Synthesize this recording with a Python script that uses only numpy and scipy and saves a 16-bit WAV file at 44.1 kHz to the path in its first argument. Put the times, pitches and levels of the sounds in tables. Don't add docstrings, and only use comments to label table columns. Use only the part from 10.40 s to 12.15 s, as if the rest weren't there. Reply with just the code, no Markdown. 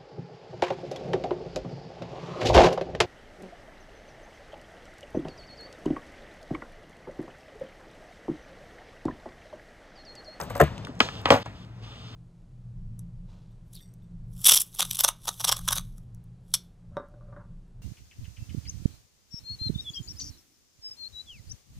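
import sys
import numpy as np
from scipy import signal
from scipy.fft import rfft, irfft
from scipy.io import wavfile
from scipy.ndimage import uniform_filter1d

SR = 44100
rng = np.random.default_rng(int(sys.argv[2]) if len(sys.argv) > 2 else 0)


def to_wav(s):
    ch = np.atleast_2d(s).T
    pcm = np.round(np.clip(ch, -1, 1) * 32767)
    wavfile.write(sys.argv[1], SR, pcm.astype(np.int16))


def ratio(d):
    e = np.asarray(d, float) / 20
    return 10 ** e


N = 77175

# t/s, level/dB, favoured f/Hz, focus/(dB per octave squared), ring length/factor
SLAM_BLOWS = [(.2005, -15.5, 1390, 4, 0.5), (.2035, -8.5, 1270, 7.5, 0.46), (.2060, -8, 640, 5, 0.52),
              (.2125, -13.5, 1700, 11, 0.84), (.2215, -4, 420, 21, 0.22), (.2130, -8.5, 125, 3, 0.63),
              (.2265, -8.5, 149, 5.5, 0.74), (.2245, -16, 597, -0.5, 0.15), (.2320, -20, 197, 3, 0.72),
              (.2360, -18.5, 750, 21, 0.25), (.279, -34.5, 1680, 9, 0.58)]
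TAIL_BLOWS = [
    (.6028, -7.5, 1600, 1.4, 0.15),
    (.6048, -7.5, 2510, 1.47, 0.33),
    (.6075, -13.5, 605, 2.56, 0.38),
    (.6120, -22, 920, 3, 0.35),
    (.6875, -25, 1360, 3.9, 0.25),
    (.8560, -20, 2500, 7.2, 0.46),
    (.8570, -8.5, 706, 4.8, 0.24),
    (.8580, -14, 2370, 6.2, 0.24),
    (.9042, -8.5, 2630, 2.8, 0.32),
]
STAMP_BLOWS = [(.8600, -12.5, 111, 5.6, 0.28), (.8610, -29, 1200, 1.02, 0.27), (.8700, -19, 1136, 16, 0.32),
               (.8845, -19.5, 820, 4.1, 0.24), (.9044, -2.5, 590, 2.6, 0.29), (.9080, -8.5, 140, 7.4, 0.41),
               (.9105, -14.5, 560, 1.1, 0.26), (.9135, -10.5, 550, 5, 0.31), (.9310, -11, 131, 2.5, .3),
               (.9210, -8, 695, 1.3, 0.38), (.9280, -10, 790, 0.87, 0.14), (.9390, -15, 606, 1.2, 0.4),
               (.9560, -11.5, 786, 33, 0.28), (.9680, -27, 720, 2.4, 0.93), (1.0590, -27, 910, 16, 0.32)]
JIGGLE_BLOWS = [
    (.0040, -31, 950, 10, 0.53),
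    (.0130, -35.5, 900, 0.72, 0.25),
    (.0220, -34.5, 470, 20, 0.5),
    (.1040, -29, 920, 3.6, 0.35),
    (.1100, -37, 1200, 0.9, 0.25),
    (.1160, -45, 710, 1.5, 0.63),
    (.1545, -29, 680, 3.6, 1),
    (.4700, -27.5, 1700, 18, 0.35),
    (.4900, -23, 252, 19, 0.38),
]
# f/Hz, level/dB, t60/s
LOADED_DECK_MODES = [(74.8, -8.5, 0.34), (144.6, -3.5, 0.12), (234, -10.5, 0.11), (329, -8, 0.12),
                     (447.5, 3.5, 0.08), (555, -1, 0.092), (657.6, 8, 0.09), (752, -13, 0.05),
                     (1033, -3.5, 0.084), (1330, 1, 0.026), (1710, 3.5, 0.026), (1850, 2, 0.026),
                     (2780, -50, .05)]
TAIL_MODES = [(237, 7.5, 0.087), (510, 6, 0.031), (827, -1.5, 0.045), (1288, -1, 0.097), (1397, -4, 0.057),
              (1700, -6.5, 0.11), (1070, -10, 0.025), (1955, -9, 0.057), (2060, -28, 0.095),
              (2210, 6.5, 0.018), (2660, 3.5, 0.023), (3220, 2, 0.057), (4470, 8, 0.0058),
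              (3810, -7.5, 0.013)]
FREE_DECK_MODES = [(103, -3, 0.17), (155, -4, 0.11), (261.3, -3.5, 0.16), (370, -14, .12),
                   (470, -4.5, 0.19), (567, 0.5, 0.13), (649.7, -11.5, 0.34), (744, -2, 0.087),
                   (849.7, -11, 0.32), (960, -8, 0.17), (1153, -3, 0.082), (1461, -8.5, 0.11),
                   (1920, -5, 0.028), (2900, -17, 0.12)]
# t/s, level/dB, t60/s, centre f/Hz, sizzle/dB
RATTLES = [(.0, -31.5, 0.18, 950, -4.5), (0.098, -42, 0.17, 1500, -3), (0.151, -38, 0.24, 1060, -3.5),
           (0.198, -22.5, 0.18, 1070, -18), (0.208, -26, 0.09, 1600, -3), (0.236, -35, 0.23, 1650, -11),
           (0.607, -34, 0.01, 3030, -16), (0.61, -29.5, 0.28, 2900, -22), (0.612, -30.5, 0.26, 585, -35.5),
           (0.854, -40, 0.04, 2790, -35.5), (0.858, -30.5, 0.52, 1530, -27), (0.903, -21, 0.042, 3000, -20),
           (0.905, -19.5, 0.25, 1510, -14), (0.916, -29, 0.2, 3500, -16), (1.058, -44.5, 0.16, 1740, -30)]
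# t/s, level/dB, f/Hz, t60/s
HARD_TICKS = [(0.3793, -34, 3020, 0.0066), (0.3803, -46, 7300, 0.013), (0.4486, -33.5, 3030, 0.019),
              (0.451, -40.5, 7000, 0.0034), (.815, -48, 12500, 0.019), (1.227, -51, 3400, 0.011),
              (1.248, -50, 3650, 0.013), (0.0138, -28.5, 5100, 0.0053), (.003, -38, 7000, .01),
              (0.011, -40, 8200, 0.01), (.023, -36, 13000, 0.0098), (.035, -43, 7600, 0.02),
              (0.036, -40, 13000, 0.021), (1.058, -45.5, 5500, .03), (0.1, -44, 9200, 0.023),
              (.1531, -41.5, 5200, .012), (.1535, -44, 12800, 0.032), (.166, -31, 13500, .008),
              (.168, -40, 4700, .015), (0.178, -36, 12500, 0.016), (.179, -49, 7500, .012),
              (0.192, -49, 7700, .008), (0.2007, -29, 7400, 0.036), (.201, -31, 12900, 0.038),
              (0.215, -32, 6000, 0.018), (0.2138, -20, 12500, 0.015), (0.239, -36, 7000, 0.01),
              (0.237, -35, 12500, 0.014), (0.471, -47, 7450, .012), (0.483, -51, 7500, .01),
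              (.553, -54.5, 7500, .01), (.592, -46, 6000, 0.02), (0.6024, -27, 7000, 0.0092),
              (.604, -42, 13000, .008), (.612, -46, 7400, 0.011), (.6871, -54, 7000, 0.007),
              (.7524, -41, 3000, 0.016), (0.8569, -24, 2980, .02), (0.889, -37, 7500, 0.017),
              (0.9021, -34, 5000, .01), (0.908, -22.5, 8200, 0.014), (0.939, -29, 8000, .01)]
# start t/s, length/s, level/dB
SOLE_DRAGS = [
    (0.242, 0.28, -58),
    (0.594, 0.23, -48),
    (1.006, 0.058, -44),
    (1.136, 0.12, -58),
    (1.415, .4, -51.5),
]
# f/Hz, width/Hz, level/dB
GRIP_BANDS = [(1200, 160, -4.5), (1700, 2400, -3.5), (3010, 700, 1), (3540, 180, -3.5), (4760, 1430, -4.5),
              (7000, 9800, -32.5)]
# f/Hz, level/dB per Hz
TOWN_SPECTRUM = [(45, -16.5), (114, -17.5), (180, -18.5), (320, -27), (700, -28.5), (1530, -37.5),
                 (4000, -46.5), (9000, -61)]
# t/s, level/dB
TOWN_LEVEL = [(.3, -39.5), (.48, -44), (.54, -46), (.62, -42.5), (1.0, -39.5), (1.1, -46.5), (1.34, -51),
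              (1.45, -48)]
# f/Hz, width/Hz, level/dB
MACHINE_PARTIALS = [(58.2, 31, -50), (112.5, 21, -44.5), (143, 11, -67.5), (178, 20, -55.5)]
# f/Hz, width/Hz, turn/half turns
PORT_RESONANCES = [(5700, 450, 1.4), (9250, 200, 1), (11700, 200, 1), (14300, 250, 1)]

UNLIKE_DB = -11
BLUR_SAMPLES = 2048


def band(x, hz, width):
    return signal.lfilter(*signal.iirpeak(min(hz, .45 * SR), max(hz / width, .2), fs=SR), x)


def steep_band(x, hz, width):
    return band(band(x, hz, width), hz, width)


def unit(x):
    return x / np.sqrt(np.mean(x ** 2))


def walk(rate_hz):
    hold = int(SR / rate_hz)
    steps = np.repeat(rng.standard_normal(N // hold + 1), hold)
    return 0.82 * uniform_filter1d(uniform_filter1d(steps, hold), hold)[:N]


def two_port_noise(length, unlike):
    return rng.standard_normal(length) + unlike * rng.standard_normal((2, length))


def grit(rough_db):
    size = ratio(rough_db * rng.exponential(size=N))
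    return unit(size * two_port_noise(N, ratio(UNLIKE_DB)))


def knocks(blows, modes):
    scatter_db, detune = 1.2, .012
    spread_cycles = 0.56
    out = np.zeros(N)
    hz, mode_db, t60 = np.array(modes).T[:, :, None]
    sign = (-1.) ** np.arange(len(modes))[:, None]
    luck = rng.standard_normal((len(blows), 2, len(modes), 1))
    for (s, level_db, best_hz, focus_db, ring), (vary, turn) in zip(blows, luck):
        first = int(s * SR) + 1
        age = np.arange(first, min(int(s * SR) + SR // 4, N)) / SR - s
        off_focus_db = focus_db * np.log2(hz / best_hz) ** 2
        gain = ratio(level_db + mode_db - off_focus_db + scatter_db * vary)
        swell = 1 - np.exp(-(age * hz / spread_cycles) ** 2)
        decay = 1000. ** (-age / (np.minimum(t60, .3) * ring))
        tone = sign * np.sin(2 * np.pi * hz * (1 + detune * turn) * age)
        out[first:][:len(age)] += (gain * swell * decay * tone).sum(axis=0)
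    return out


def scatter(x):
    echo_db, echo_t60_s, echo_low_hz = -11.5, 0.068, 503
    age = np.arange(BLUR_SAMPLES) / SR
    echo = rng.standard_normal((2, BLUR_SAMPLES)) * 1000. ** (-age / echo_t60_s)
    echo = echo / np.sqrt((echo ** 2).sum(axis=1, keepdims=True))
    echo = signal.lfilter(*signal.butter(1, echo_low_hz, "high", fs=SR), echo)
    return x + ratio(echo_db) * signal.fftconvolve(x[None], echo)[:, :N]


def rattle(t):
    grain_db, chatter_db, attack_s = 2.4, 1.8, 0.0005
    out = 0
    for s, db, t60, hz, sizzle_db in RATTLES:
        grains = grit(grain_db)
        treble_edge = signal.butter(2, hz * 1.92, fs=SR)
        body = unit(signal.lfilter(*treble_edge, steep_band(grains, hz, hz * 2)))
        sizzle = sum(steep_band(grains, sizzle_hz, 4100) for sizzle_hz in (8900, 12800))
        age = np.maximum(t - s, 0)
        envelope = np.minimum(age / attack_s, 1) * 1000. 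** (-age / t60)
        out = out + ratio(db + chatter_db * walk(150)) * envelope * (body + ratio(sizzle_db) * sizzle)
    return out


def ticks():
    out = np.zeros((2, N + BLUR_SAMPLES))
    age = np.arange(BLUR_SAMPLES) / SR
    for s, db, hz, t60 in HARD_TICKS:
        click = unit(steep_band(two_port_noise(BLUR_SAMPLES, ratio(UNLIKE_DB)), hz, hz * .7))
        out[:, int(s * SR):][:, :BLUR_SAMPLES] += ratio(db) * 1000. ** (-age / t60) * click
    return out[:, :N]


def scuffs(t):
    rise_s, flutter_db = .02, 1.4
    drag = 0
    for s, length, db in SOLE_DRAGS:
        drag = drag + ratio(db) * np.clip(np.minimum(t - s, s + length - t) / rise_s, 0, 1)
    rasp = 0
    for hz, width, db in GRIP_BANDS:
        ringing = unit(band(band(grit(2.87), hz, width), hz, 2 * width))
        rasp = rasp + ratio(db + flutter_db * walk(18.56)) * ringing
    return drag * unit(rasp)


def machine():
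    out = 0
    for hz, width, db in MACHINE_PARTIALS:
        out = out + ratio(db) * unit(steep_band(rng.standard_normal(N), hz, width))
    return out


def town(t):
    rumble = 0
    table_hz, table_db = np.array(TOWN_SPECTRUM).T
    for hz in 40 * 2 ** np.arange(0, 8.1, .5):
        noise = two_port_noise(N, min(hz / 1000.0, .45))
        band_db = np.interp(np.log(hz), np.log(table_hz), table_db) + 10 * np.log10(hz)
        rumble = rumble + ratio(band_db + 2.7 * walk(8.96)) * unit(steep_band(noise, hz, hz / 2))
    return ratio(np.interp(t, *np.array(TOWN_LEVEL).T)) * unit(rumble)


def two_ports(near, t):
    shadow_hz, shadow_turns, side_swap_s = 1700, .6, .43
    hz = np.fft.rfftfreq(N, 1 / SR)
    half_turns = shadow_turns * (1 - np.exp(-hz / shadow_hz))
    for f, width, turn in PORT_RESONANCES:
        half_turns = half_turns + turn * (1 + np.tanh((hz - f) / width)) / 2
    far = irfft(rfft(near) * np.exp(-1j * np.pi * half_turns), N)
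    first = t < side_swap_s
    pan_db = np.where(first, 3.5, 1.77) / 2
    return np.where([first, ~first], near, far) * ratio([pan_db, -pan_db])


def scene():
    t = np.arange(N) / SR
    wood = knocks(SLAM_BLOWS, LOADED_DECK_MODES) + knocks(TAIL_BLOWS, TAIL_MODES)
    wood += knocks(STAMP_BLOWS, FREE_DECK_MODES) + knocks(JIGGLE_BLOWS, FREE_DECK_MODES)
    near = scatter(wood) + rattle(t) + ticks() + scuffs(t) + machine() + town(t)
    return two_ports(near, t)


def roll_off(x):
    return signal.sosfilt(signal.butter(12, 15870, fs=SR, output="sos"), x)


def record(dry):
    t = np.arange(N) / SR
    change_s, recover_s, dip_db, ceiling = 1.032, 0.021, -21.5, 1.1
    dip_times = change_s + np.array([-.002, 0, .004, 0.0093 + recover_s])
    dip = np.interp(t, dip_times, [0, dip_db, dip_db, 0])
    x = signal.sosfilt(signal.butter(2, 45, "high", fs=SR, output="sos"), dry * ratio(dip))
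    x[1] += 0.37 * band(x[1], 4500, 4500)
    x[0] -= 0.39 * band(x[0], 12500, 6250)
    x -= .8 * band(x, 10570, 890)
    x = ceiling * np.tanh(x / ceiling)
    x = signal.sosfilt(signal.ellip(8, .2, 70, 15800, fs=SR, output="sos"), x)
    return roll_off(x)


dry = scene()
out = record(dry)
to_wav(out)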